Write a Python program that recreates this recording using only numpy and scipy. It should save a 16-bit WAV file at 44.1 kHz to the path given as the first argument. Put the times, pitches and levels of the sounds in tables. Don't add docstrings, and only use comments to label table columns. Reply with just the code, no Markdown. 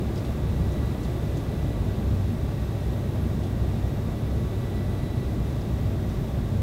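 import sys
import numpy as np
from scipy.fft import rfft, irfft, next_fast_len
from scipy.io import wavfile
from scipy.ndimage import uniform_filter1d, map_coordinates

SR = 44100
rng = np.random.default_rng(int(sys.argv[2]) if len(sys.argv) > 2 else 0)


def generate_wav(signal):
    frames = np.transpose(np.atleast_2d(signal))
    scaled = np.clip(frames, -1, 1) * 32767
    pcm = np.round(scaled).astype(np.int16)
    wavfile.write(sys.argv[1], SR, pcm)


N = 291942

# frequency_hz, relative_density_db
RUMBLE_SPECTRUM = [(30, -50), (85, -6), (105, 4), (120, 3.5), (140, 2), (180, -4), (210, -4), (232, -4.5),
                   (260, -14), (350, -58), (900, -120)]
RUSH_SPECTRUM = [(40, -70), (150, -18.5), (220, -1.5), (270, -.5), (360, -0.5), (440, -5), (500, -9.5),
                 (590, -6), (700, -11), (1000, -18.5), (1350, -22.5), (1680, -24), (1850, -33), (9000, -76)]
HISS_SPECTRUM = [(800, -22), (1700, 0.5), (2150, 1.5), (2600, 0), (3050, -2), (3650, 2), (4400, -4.5),
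                 (6500, -8), (8500, -11), (10700, -13.5), (12000, -10.5), (14500, -12.5), (15700, -13.5)]
BUFFET_SPECTRUM = [(8, -26), (22, -19), (32, -13), (41, -12), (47, -6), (60, 0), (69, 2), (79, -10),
                   (92, -14), (130, -40), (300, -120)]
PLASTIC_SPECTRUM = [(800, -22), (3200, 13), (5000, 11.5), (7400, 6.5), (9500, 5), (12000, -8), (16000, -20)]
# time_s, relative_level_db
TURBULENCE_LEVEL = [(0.0, -29.0), (0.15, -34), (0.6, -26), (1.0, -32.0), (2.31, -28.5), (2.56, -32.0),
                    (3.71, -29.5), (4.21, -34.0), (4.36, -27.5), (4.51, -33.5), (5.27, -31.5), (5.37, -28),
                    (5.67, -33.5), (5.82, -27), (5.97, -32), (6.62, -30.5)]
# time_s, gain_db
AIRSPEED_GAIN = [(0, -.1), (1.1, .4), (2.3, -.5), (4.2, -.6), (6.62, -.7)]
# time_s, relative_level_db
DRONE_LEVEL = [(0.0, -40), (0.7, -30.5), (1.0, -44), (1.25, -29.5), (1.4, -39.5), (2.31, -27),
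               (2.51, -41.0), (2.71, -34), (2.86, -43), (3.01, -31.5), (4.01, -31.5), (4.11, -36),
               (5.17, -33.0), (5.27, -41), (5.47, -40.5), (5.82, -31.5), (6.32, -37.0), (6.62, -24)]
# time_s, pitch_hz
THROTTLE_PITCH = [(0.0, 10087), (1.18, 10307), (2.02, 10057), (3.11, 9998), (3.71, 10048), (4.36, 10204),
                  (4.82, 10222), (5.54, 10090), (5.9, 10058), (6.62, 10131)]
# pitch_hz, speed_exponent, lag_s, base_level_db
BLADE_ROWS = [(8177, .76, -.07, -75), (10100, 1, 0, -76.3), (10080, .8, 0, -81), (12026, 1.17, .1, -76.8),
              (13960, 1.42, .13, -80.5)]
# centre_hz, width_hz, gain_db
PATH_RESONANCES = [(1890, 25, 1.5), (1922, 30, -4), (1961, 30, 6.5), (3925, 35, 10), (8135, 30, 4.5),
                   (8285, 50, 2), (10005, 25, 5), (10055, 45, -5), (10205, 70, 4), (11895, 50, 7.5),
                   (12255, 70, 3), (13925, 70, 8.5)]
# centre_hz, nominal_width_hz, level_db
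DUCT_MODES = [(1149, 58, -58), (1971, 95, -63.5), (12770, 120, -77.5), (13170, 120, -78.5)]
# start_s, relative_level_db, resonance_hz
PLASTIC_SNAPS = [(.157, -49.5, 5000), (.175, -47.5, 5000), (.247, -49, 3420), (.719, -52.5, 6670),
                 (1.031, -49.5, 7200), (1.048, -49.5, 3800), (1.370, -49.5, 6540), (3.434, -47, 3420),
                 (5.610, -54, 5000), (6.091, -54, 6000)]
# pitch_hz, level_db
MACHINE_TONES = [(2627, -72), (2702, -74), (2777, -77), (12737, -83.5)]

CORE_HZ = 10100


def airflow(rumble_db=-29.5, rush_db=-35.5, hiss_db=-50.5, rumble_coupling=0.38):
    turbulence_db = curve(TURBULENCE_LEVEL)
    airspeed_db = curve(AIRSPEED_GAIN)
    swing_db = rumble_coupling * (turbulence_db - turbulence_db.mean())
    rumble = amp(rumble_db + swing_db) * levelled(noise(RUMBLE_SPECTRUM), window=SR // 4)
    rush = amp(rush_db + airspeed_db + 0.27 * wobble(2.15)) * noise(RUSH_SPECTRUM)
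    hiss = amp(hiss_db + airspeed_db + 0.25 * wobble(10)) * noise(HISS_SPECTRUM)
    return rumble + rush + hiss


def airframe(drone_hz=96.93, wander_hz=0.97):
    buffet = amp(curve(TURBULENCE_LEVEL) + 0.3) * levelled(noise(BUFFET_SPECTRUM), window=SR // 3)
    drone = amp(curve(DRONE_LEVEL) + 0.5) * tone(drone_hz + wander_hz * wobble(9))
    return buffet + drone


def duct_whistles():
    out = np.zeros(N)
    for centre_hz, width_hz, db in DUCT_MODES:
        band = filtered(rng.standard_normal(N), lambda hz: resonance(hz, centre_hz, 1.12 * width_hz) ** 2)
        out += amp(db) * unit(band)
    return out


def fan(base_db=-64, octave_db=-9, jitter_hz=1.58, flicker_db=2.0):
    pitch = blade_pitch(nominal_hz=1921, exponent=2.07, lag_s=.2) + jitter_hz * wobble(40)
    fundamental = amp(flicker_db * wobble(18)) * transmitted_tone(pitch)
    octave = amp(octave_db + flicker_db * wobble(18)) * transmitted_tone(2 * pitch)
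    return amp(base_db) * (fundamental + octave)


def compressor(jitter_hz=3):
    out = np.zeros(N)
    for hz, exponent, lag_s, base_db in BLADE_ROWS:
        level_db = base_db + wobble(3) + 1.8 * wobble(20)
        pitch = blade_pitch(hz, exponent, lag_s) + jitter_hz * wobble(70)
        out += amp(level_db) * transmitted_tone(pitch)
    return out


def plastic_clicks(attack_s=0.0006, snap_t60_s=.018, cabin_t60_s=.12, width_hz=300):
    out = np.zeros(N + SR)
    t = np.arange(SR // 4) / SR
    decay = amp(-60 * t / cabin_t60_s) + .6 * amp(-60 * t / snap_t60_s)
    envelope = decay * (1 - np.exp(-t / attack_s))
    for start_s, db, centre_hz in PLASTIC_SNAPS:
        def colour(hz):
            ring = 1 + 3 * np.abs(resonance(hz, centre_hz, width_hz))
            return spectrum_gain(PLASTIC_SPECTRUM, hz) * ring
        burst = unit(filtered(rng.standard_normal(len(t)), colour))
        out[round(start_s * SR):][:len(t)] += amp(db) * envelope * burst
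    return out[:N]


def machinery(jitter_hz=2, waver_db=2):
    return sum(amp(db + waver_db * wobble(4.16)) * tone(hz + jitter_hz * wobble(20))
               for hz, db in MACHINE_TONES)


def blade_pitch(nominal_hz, exponent, lag_s, spool_s=.4):
    t = np.arange(N) / SR
    core_hz = uniform_filter1d(curve(THROTTLE_PITCH), size=int(spool_s * SR), mode="nearest")
    lagged_hz = np.interp(t - lag_s, t, core_hz)
    return nominal_hz * (lagged_hz / CORE_HZ) ** exponent


def transmitted_tone(pitch):
    gain_db = sum(db / (1 + (2 * (pitch - hz) / width_hz) ** 2) for hz, width_hz, db in PATH_RESONANCES)
    return amp(gain_db) * tone(pitch)


def amp(db):
    return 10 ** (np.asarray(db) / 20)


def unit(x):
    return x / np.sqrt(np.mean(x ** 2) + 1e-20)


def spectrum_gain(spectrum, hz):
    points_hz, points_db = np.transpose(spectrum)
    return amp(np.interp(np.log(hz + 1), np.log(points_hz + 1), points_db))


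def curve(points):
    times_s, values = np.transpose(points)
    return np.interp(np.arange(N) / SR, times_s, values)


def wobble(rate_hz):
    knots = rng.standard_normal(int(N * rate_hz / SR) + 4)
    return map_coordinates(knots, [np.arange(N) * rate_hz / SR])


def filtered(x, response):
    size = next_fast_len(len(x) + SR // 4)
    return irfft(rfft(x, size) * response(np.fft.rfftfreq(size, 1 / SR)), size)[:len(x)]


def resonance(hz, centre_hz, width_hz):
    return 1j * hz * width_hz / (centre_hz ** 2 - hz ** 2 + 1j * hz * width_hz)


def noise(spectrum):
    return unit(filtered(rng.standard_normal(N), lambda hz: spectrum_gain(spectrum, hz)))


def levelled(x, window):
    return x / np.sqrt(np.abs(uniform_filter1d(x ** 2, window)) + 1e-12)


def tone(pitch):
    return np.sqrt(2) * np.sin(2 * np.pi * (np.cumsum(pitch) / SR + rng.random()))


def scene():
    cabin = airflow() + airframe() + duct_whistles() + fan() + compressor() + plastic_clicks() + machinery()
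    return cabin[None]


def record(dry):
    cutoff_hz = 15780
    return np.array([filtered(channel, lambda hz: hz < cutoff_hz) for channel in dry])


dry = scene()
out = record(dry)
generate_wav(out)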